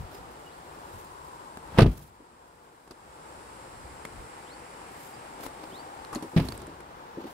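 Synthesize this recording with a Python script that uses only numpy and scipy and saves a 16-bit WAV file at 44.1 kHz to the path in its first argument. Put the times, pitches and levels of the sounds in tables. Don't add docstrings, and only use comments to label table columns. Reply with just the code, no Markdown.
import sys
import numpy as np
from scipy import signal
from scipy.fft import rfft, irfft
from scipy.io import wavfile
from scipy.ndimage import uniform_filter1d, minimum_filter1d

SR = 44100
rng = np.random.default_rng(int(sys.argv[2]) if len(sys.argv) > 2 else 0)


def put_to_file(sound):
    columns = np.atleast_2d(sound).T
    safe = np.clip(columns, -1, 1)
    whole_steps = np.round(safe * 32767)
    wavfile.write(sys.argv[1], SR, whole_steps.astype(np.int16))


N = 323552
T = np.arange(N) / SR
SHUT_S = 1.788
ROAD_LAG_S = .0004


def undb(db):
    return 10 ** (np.asarray(db) / 20)


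def unit(x):
    return x / np.sqrt(np.mean(x ** 2))


def curve(table):
    s, value = np.transpose(table)
    return np.interp(T, s, value)


def pan(db):
    return undb(np.array([[db], [-db]]) / 2)


def add(out, s, x):
    i = max(int(s * SR), 0)
    out[:, i:i + x.shape[-1]] += x[..., :N - i]


def swells(table):
    return sum(undb(db) * np.exp(-((T - s) / half_s) ** 2) for s, db, half_s in table)


def walk(rate):
    k = int(SR / rate)
    steps = np.repeat(rng.standard_normal(N // k + 1), k)
    return unit(uniform_filter1d(uniform_filter1d(steps, k), k)[:N])


def colour(spectrum, f):
    hz, db = np.transpose(spectrum)
    return undb(np.interp(np.log(f + 1), np.log(hz), db))


def noise(spectrum, size, wide_hz=2000, peak_hz=1000, peak=0, lag_s=0):
    f = np.fft.rfftfreq(size, 1 / SR)
    resonance = 1 + peak / (1 + ((f / peak_hz - 1) / 0.1) ** 2)
    mid, side = rfft(rng.standard_normal((2, size)))
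    side = side * f / np.hypot(f, wide_hz)
    lag = np.exp(-2j * np.pi * f * lag_s)
    ports = np.array([mid + side, (mid - side) * lag])
    return unit(irfft(colour(spectrum, f) * resonance * ports, size))


def burst(rise_s, t60):
    t = T[:SR // 2]
    return (1 - np.exp(-(t / rise_s) ** 2)) * undb(-60 * np.maximum(t - rise_s, 0) / t60)


def ring(modes, contact_s, scatter=0, spread=0.088):
    out = 0
    for (hz, db, t60), (detune, offset) in zip(modes, rng.standard_normal((len(modes), 2))):
        phase = 2 * np.pi * hz * (1 + scatter * detune) * T[:SR // 2]
        skew = spread * np.sqrt(hz / 200) * offset * np.array([[1], [-1]])
        out = out + undb(db) * np.sin(phase + skew) * burst(contact_s, t60)
    return out


# (f/Hz, level/dB per Hz)
TRAFFIC_SPECTRUM = [(25, -34), (55, -21), (100, -10.5), (155, -2.5), (210, -7), (350, 0), (430, -3),
                    (505, 0), (630, -5), (900, 0.5), (1400, -7), (2100, -16), (3000, -20.5), (8000, -31.5),
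                    (16000, -37)]


def traffic(level_db=-47, flicker_db=.8):
    level = undb(level_db + flicker_db * walk(8))
    return noise(TRAFFIC_SPECTRUM, N, wide_hz=1390, lag_s=ROAD_LAG_S) * level * pan(0.54)


# (f/Hz, level/dB per Hz)
HISS_SPECTRUM = [(1000, 8), (3000, -12), (5000, -3.5), (6400, -11.5), (7600, 1.5), (8300, -2.5),
                 (9100, 0.5), (10500, -9), (13000, -19.5), (16000, -36)]
# (t/s, level/dB)
HISS_COURSE = [(0, -61), (1.1, -57.5), (2.6, -57), (3.6, -54), (5, -53.5), (6.5, -58), (7, -69),
               (7.34, -78)]


def hiss():
    return noise(HISS_SPECTRUM, N) * undb(curve(HISS_COURSE)) * pan(.8)


# (f/Hz, level/dB per Hz)
PASSING_SPECTRUM = [(600, -15), (1400, -1.5), (2100, 0), (3000, -8.5), (6000, -48), (12000, -45)]


def passing(s=4.8, half_s=1.53, db=-56.5):
    return noise(PASSING_SPECTRUM, N) * undb(db) * np.exp(-((T - s) / half_s) ** 2)


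# (t/s, f/Hz)
BAND_PITCH = [(0, 700), (.6, 798.5), (1.15, 1044), (1.8, 917.3), (4.5, 844.7), (7.34, 855.4)]
# (t/s, level/dB, half length/s)
BAND_SWELLS = [(1.35, -54.5, 0.59), (5.75, -52, 0.65)]


def drifting_band(steady_db=-57, width_hz=90):
    gain = undb(steady_db) + swells(BAND_SWELLS)
    low_pass = signal.butter(2, width_hz, fs=SR, output="sos")
    slow = signal.sosfilt(low_pass, rng.standard_normal((2, N)))
    carrier = np.exp(2j * np.pi * np.cumsum(curve(BAND_PITCH)) / SR)
    song = unit(np.real((slow[0] + 1j * slow[1]) * carrier)) * gain
    return np.array([song, np.roll(song, int(ROAD_LAG_S * SR))]) * pan(3.3)


# (f/Hz, level/dB per Hz)
WIND_SPECTRUM = [(15, -12.5), (35, -3.5), (65, 4), (110, -3), (190, -14.5), (500, -48.5)]
# (t/s, level/dB, half length/s)
THUMP_AND_GUSTS = [(0, -31.5, 0.053), (.2, -56.5, 0.12), (.96, -51, 0.031), (3.87, -50.5, 0.11),
                   (4.2, -48, 0.054)]


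def wind(breeze_db=-60.5, draught_db=-38, rise_s=0.029, fall_s=0.15, buffet_db=2):
    draught = undb(draught_db) * np.exp(-np.maximum((SHUT_S - T) / rise_s, (T - SHUT_S) / fall_s))
    flow = undb(breeze_db) + swells(THUMP_AND_GUSTS) + draught
    return noise(WIND_SPECTRUM, N, wide_hz=251) * flow * undb(buffet_db * walk(25)) * pan(0.89)


# (t/s, length/s, level/dB)
BIRD_WHISTLES = [(.48, .085, -66), (4.452, .105, -56), (5.706, .112, -51.5)]
# (t/s, f/Hz, level/dB)
BIRD_PIPS = [(.13, 5300, -58.5), (.455, 2980, -56), (5.125, 5030, -59)]
WHISTLE_FROM_HZ, WHISTLE_TO_HZ = 2850, 4670
PIP_S, PIP_FALL = 0.033, 0.049
NOTE_GROWTH_DB = 4.5


def bird(echo_db=-7, echo_t60=0.34):
    out = np.zeros((2, N))
    unsteady, flutter_db = 1 + .007 * walk(220), 2.5 * walk(150)
    notes = [(s, length_s, WHISTLE_FROM_HZ, WHISTLE_TO_HZ, db) for s, length_s, db in BIRD_WHISTLES]
    notes += [(s, PIP_S, hz, hz * (1 - PIP_FALL), db) for s, hz, db in BIRD_PIPS]
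    for s, length_s, start_hz, end_hz, db in notes:
        u = np.linspace(0, 1, int(length_s * SR))
        own = slice(int(s * SR), int(s * SR) + len(u))
        glide = np.sin(np.pi / 2 * u ** 1.3)
        hz = (start_hz + (end_hz - start_hz) * glide) * unsteady[own]
        level = undb(db + NOTE_GROWTH_DB * (u - .5) + flutter_db[own])
        gain = np.sqrt(np.abs(np.sin(np.pi * u))) * level
        add(out, s, gain * np.sin(2 * np.pi * np.cumsum(hz) / SR))
    echo = rng.standard_normal((2, SR // 2)) * burst(0.0036, echo_t60)
    echo = echo / np.linalg.norm(echo[0])
    return out + undb(echo_db) * signal.fftconvolve(out, echo, axes=1)[:, :N]


# (f/Hz, level/dB per Hz)
CLOTH_SPECTRUM = [(300, -2), (2000, 5), (5500, 2), (9000, 3), (12500, 5.5), (16000, 0.5)]
# (t/s, level/dB, half length/s)
CLOTH_SWELLS = [(.143, -58, .05), (.9, -66.5, 0.85), (.99, -59.5, 0.058), (1.987, -49, 0.1),
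                (2.7, -65.5, 0.37), (5.036, -55.5, .1), (5.445, -48, 0.036), (5.7, -63, 0.14),
                (6.45, -53.5, 0.14), (7.288, -59, 0.074)]
# (f/Hz, level/dB per Hz)
SCUFF_SPECTRUM = [(100, -18), (220, -2.5), (380, 3), (550, -4), (900, -6), (2000, -18), (4500, -20.5),
                  (12000, -53)]
# (t/s, level/dB, half length/s)
SCUFF_SWELLS = [(.13, -52, .08), (2.91, -45.5, .02), (5.44, -46, 0.047), (5.63, -48.5, 0.11),
                (6.58, -52, 0.22), (7.26, -46, 0.049)]


def clothes(flutter_db=3.5):
    flutter = undb(flutter_db * walk(160))
    rustles = noise(CLOTH_SPECTRUM, N) * swells(CLOTH_SWELLS) * pan(-.5)
    scuffs = noise(SCUFF_SPECTRUM, N) * swells(SCUFF_SWELLS) * pan(1)
    return flutter * (rustles + scuffs)


# (f/Hz, level/dB, t60/s)
TRIM_MODES = [(226, -8, 0.083), (271, -5.5, 0.12), (327, -2.5, 0.1), (425, -9, 0.089), (580, -13.5, 0.09),
              (860, -33, .04)]


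def knock():
    return ring(TRIM_MODES, 0.0024, scatter=0.065)


# (f/Hz, level/dB per Hz)
CLICK_SPECTRUM = [(150, 17.5), (500, 14.5), (1100, 12.5), (2500, 0), (6000, -4), (11000, -1.5),
                  (16000, -20)]


def click(hz, t60, pan_db, tone_db=-4, tone_t60=0.013, knock_db=-11.5):
    snap = noise(CLICK_SPECTRUM, SR // 2, peak_hz=hz, peak=2.6) * burst(0.00022, t60)
    tone = ring([(hz, tone_db, tone_t60)], 0.00025)
    return (snap + tone) * pan(pan_db) + undb(knock_db) * knock()


# (t/s, level/dB)
TRIM_KNOCKS = [(2.201, -35), (2.906, -37.5), (5.724, -36), (6.158, -24), (6.224, -30.5), (6.24, -30.5),
               (6.334, -32), (6.437, -31.5), (6.676, -34.5), (7.172, -25.5), (7.19, -33.5), (7.241, -28.5)]
# (t/s, level/dB, ring f/Hz, snap t60/s, left minus right/dB)
PART_CLICKS = [(1.5724, -30.5, 1640, 0.0086, 2), (1.6755, -40, 1420, .012, 3), (2.876, -37, 910, .035, 1),
               (2.9094, -33.5, 4900, 0.05, 3), (4.0515, -30, 2120, 0.023, 2), (5.464, -31.5, 820, 0.025, 6),
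               (6.048, -37.5, 4230, 0.021, -3), (6.129, -35, 1140, 0.22, 1), (6.149, -34, 6760, .035, 0),
               (6.156, -33, 4270, 0.055, 0), (6.2243, -35.5, 901, 0.1, -3), (6.486, -31, 4300, 0.025, -7),
               (6.5221, -30, 4510, 0.01, -8), (6.8044, -44, 2160, .04, -1)]


def small_parts():
    out = np.zeros((2, N))
    for s, db in TRIM_KNOCKS:
        add(out, s, undb(db) * knock())
    for s, db, hz, t60, pan_db in PART_CLICKS:
        add(out, s, undb(db) * click(hz, t60, pan_db))
    return out


TICKS_FROM_S, TICK_GAP_S, TICK_SLOWING = 6.577, .041, 1.23
TICK_DB, TICK_FADE_DB, TICK_HZ, TICK_T60_S, TICK_PAN_DB = -37.5, -2.5, 8550, .02, -5


def door_ticks(count=3):
    out, s = np.zeros((2, N)), TICKS_FROM_S
    for k in range(count):
        add(out, s, undb(TICK_DB + k * TICK_FADE_DB) * click(TICK_HZ, TICK_T60_S, TICK_PAN_DB))
        s += TICK_GAP_S * TICK_SLOWING ** k
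    return out


# (f/Hz, level/dB per Hz)
RATTLE_SPECTRUM = [(100, 18), (300, 10.5), (650, -14), (1200, -4), (1800, -8), (2700, -9.5), (4500, -16.5),
                   (5600, -21.5), (6800, -31.5), (9500, -27.5), (15000, -39)]


def rattle(rise_s, t60, grain_db=2.5):
    size = SR // 2
    steps = np.repeat(undb(grain_db * rng.standard_normal(size)), 32)[:size]
    grains = uniform_filter1d(steps, size=16)
    return noise(RATTLE_SPECTRUM, size) * unit(grains) * burst(rise_s, t60) * pan(-2.0)


# (f/Hz, level/dB, t60/s)
LATCH_MODES = [(343.4, -3, 0.064), (503, 2, 0.024), (656, -1, 0.035), (845, -14.5, 0.063),
               (960, -28, 0.012), (1225, -12.5, 0.051), (1468, -16.5, 0.025), (2660, -27, 0.034),
               (2760, -21.5, 0.012)]


def latch(contact_s):
    return ring(LATCH_MODES, contact_s)


# (f/Hz, level/dB per Hz)
RUMBLE_SPECTRUM = [(20, -44), (55, 1.5), (150, -5.5), (300, -15.5), (700, -23), (2000, -39), (8000, -53)]


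def door(blows, modes, contact_s, rumble_db, rumble_t60, rattle_rise_s, rattle_t60, shiver_db, shiver_t60):
    out = np.zeros((2, N))
    for s, body_db, latch_db, rattle_db in blows:
        rumble = noise(RUMBLE_SPECTRUM, SR // 2, wide_hz=900) * burst(0.011, rumble_t60)
        shiver = rattle(0.019, shiver_t60)
        shell = undb(rumble_db) * rumble + undb(shiver_db) * shiver
        add(out, s, undb(body_db) * (ring(modes, contact_s) + shell))
        add(out, s, undb(latch_db) * latch(0.00044))
        add(out, s, undb(rattle_db) * rattle(rattle_rise_s, rattle_t60))
    return out


# (t/s, body level/dB, latch level/dB, rattle level/dB)
RELEASE_BLOWS = [(6.3618, -11, -37, -16.5), (6.3715, -22, -27, -14.5), (6.3805, -18.5, -43, -36),
                 (6.3955, -41, -25, -19.5), (6.4075, -20.5, -52, -48)]
REAR_DOOR_MODES = [(61, -10, 0.072), (122, -12, 0.18), (165.6, 1.5, 0.11), (197, 0.5, 0.046),
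                   (257.7, -9.5, 0.21), (360, -26, 0.072)]


def rear_door():
    return door(RELEASE_BLOWS, REAR_DOOR_MODES, contact_s=0.0031, rumble_db=-24, rumble_t60=0.94,
                rattle_rise_s=0.0032, rattle_t60=0.064, shiver_db=-21, shiver_t60=0.48)


# (f/Hz, level/dB per Hz)
RUSH_SPECTRUM = [(50, -7), (160, 8), (400, -1.5), (1000, -4), (2500, -16), (5000, -26), (7000, -32),
                 (15000, -35)]


def swing(db=-35, grow_s=0.047):
    return undb(db) * noise(RUSH_SPECTRUM, N) * np.exp(-np.abs(T - SHUT_S) / grow_s)


# (t/s, crack level/dB, latch level/dB)
STRIKER_CATCHES = [(1.7858, -6, -17), (1.7905, -4, -20)]


def striker(t60=0.012):
    out = np.zeros((2, N))
    for s, crack_db, latch_db in STRIKER_CATCHES:
        add(out, s, undb(crack_db) * rattle(0.00025, t60) + undb(latch_db) * latch(0.00036))
    return out


# (t/s, body level/dB, latch level/dB, rattle level/dB), all before the slam's common gain
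SLAM_BLOWS = [(1.776, -62, -28.5, -21.5), (1.7897, -16, -5.5, -12.5), (1.803, -40, -15.5, -11.5),
              (1.8165, -6.5, -27, -6), (1.8255, -3.5, -26, -20), (1.8455, -11.5, -19.5, -46),
              (1.8595, -4.5, -20, -21), (1.8805, -16, -40, -50)]
FRONT_DOOR_MODES = [(53, -7.5, 0.16), (96, -20.5, 0.24), (128.6, 2.5, 0.036), (152.1, -19.5, 0.26),
                    (183, -15, 0.15), (248, -11, 0.12), (298, -3.5, 0.037), (362.4, -12, 0.058),
                    (392, -16, 0.058)]


def front_door(slam_gain_db=5.5):
    blows = door(SLAM_BLOWS, FRONT_DOOR_MODES, contact_s=0.0015, rumble_db=-27.5, rumble_t60=0.5,
                 rattle_rise_s=0.0036, rattle_t60=0.061, shiver_db=-35, shiver_t60=0.25)
    return undb(slam_gain_db) * (blows + striker())


def scene():
    surroundings = traffic() + hiss() + passing() + drifting_band() + wind() + bird()
    car = small_parts() + door_ticks() + rear_door() + swing() + front_door()
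    return surroundings + clothes() + car


def gain_control(x, limit_db=-9.5, hold_s=1.055, recover_db_per_s=21):
    power = uniform_filter1d(np.mean(x ** 2, axis=0), size=SR // 50)
    over_db = np.maximum(10 * np.log10(np.abs(power) + 1e-12) - limit_db, 0)
    half = int(hold_s * SR / 2)
    held_db = -minimum_filter1d(-over_db, 2 * half + 1, origin=half, mode="constant")
    recovery_db = recover_db_per_s * T
    cut_db = np.maximum.accumulate(held_db + recovery_db) - recovery_db
    return x * undb(-cut_db)


# (f/Hz, level/dB)
PORT_DIFFERENCE = [(50, -1.5), (200, -0.5), (500, -1.5), (1100, -2), (2000, 0), (3500, 3.5), (5800, 4),
                   (7600, -4), (9500, 2.5), (12000, 1.5), (15000, 4.5)]


def record(dry):
    tilt = np.sqrt(colour(PORT_DIFFERENCE, np.fft.rfftfreq(N, 1 / SR)))
    x = irfft(rfft(dry) * np.array([1 / tilt, tilt]), N)
    x = signal.sosfilt(signal.butter(2, 30, "high", fs=SR, output="sos"), x)
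    x = gain_control(x)
    x = 1.3 * np.tanh(x / 1.3)
    return signal.sosfilt(signal.ellip(10, .2, 70, 15700, fs=SR, output="sos"), x)


dry = scene()
out = record(dry)
put_to_file(out)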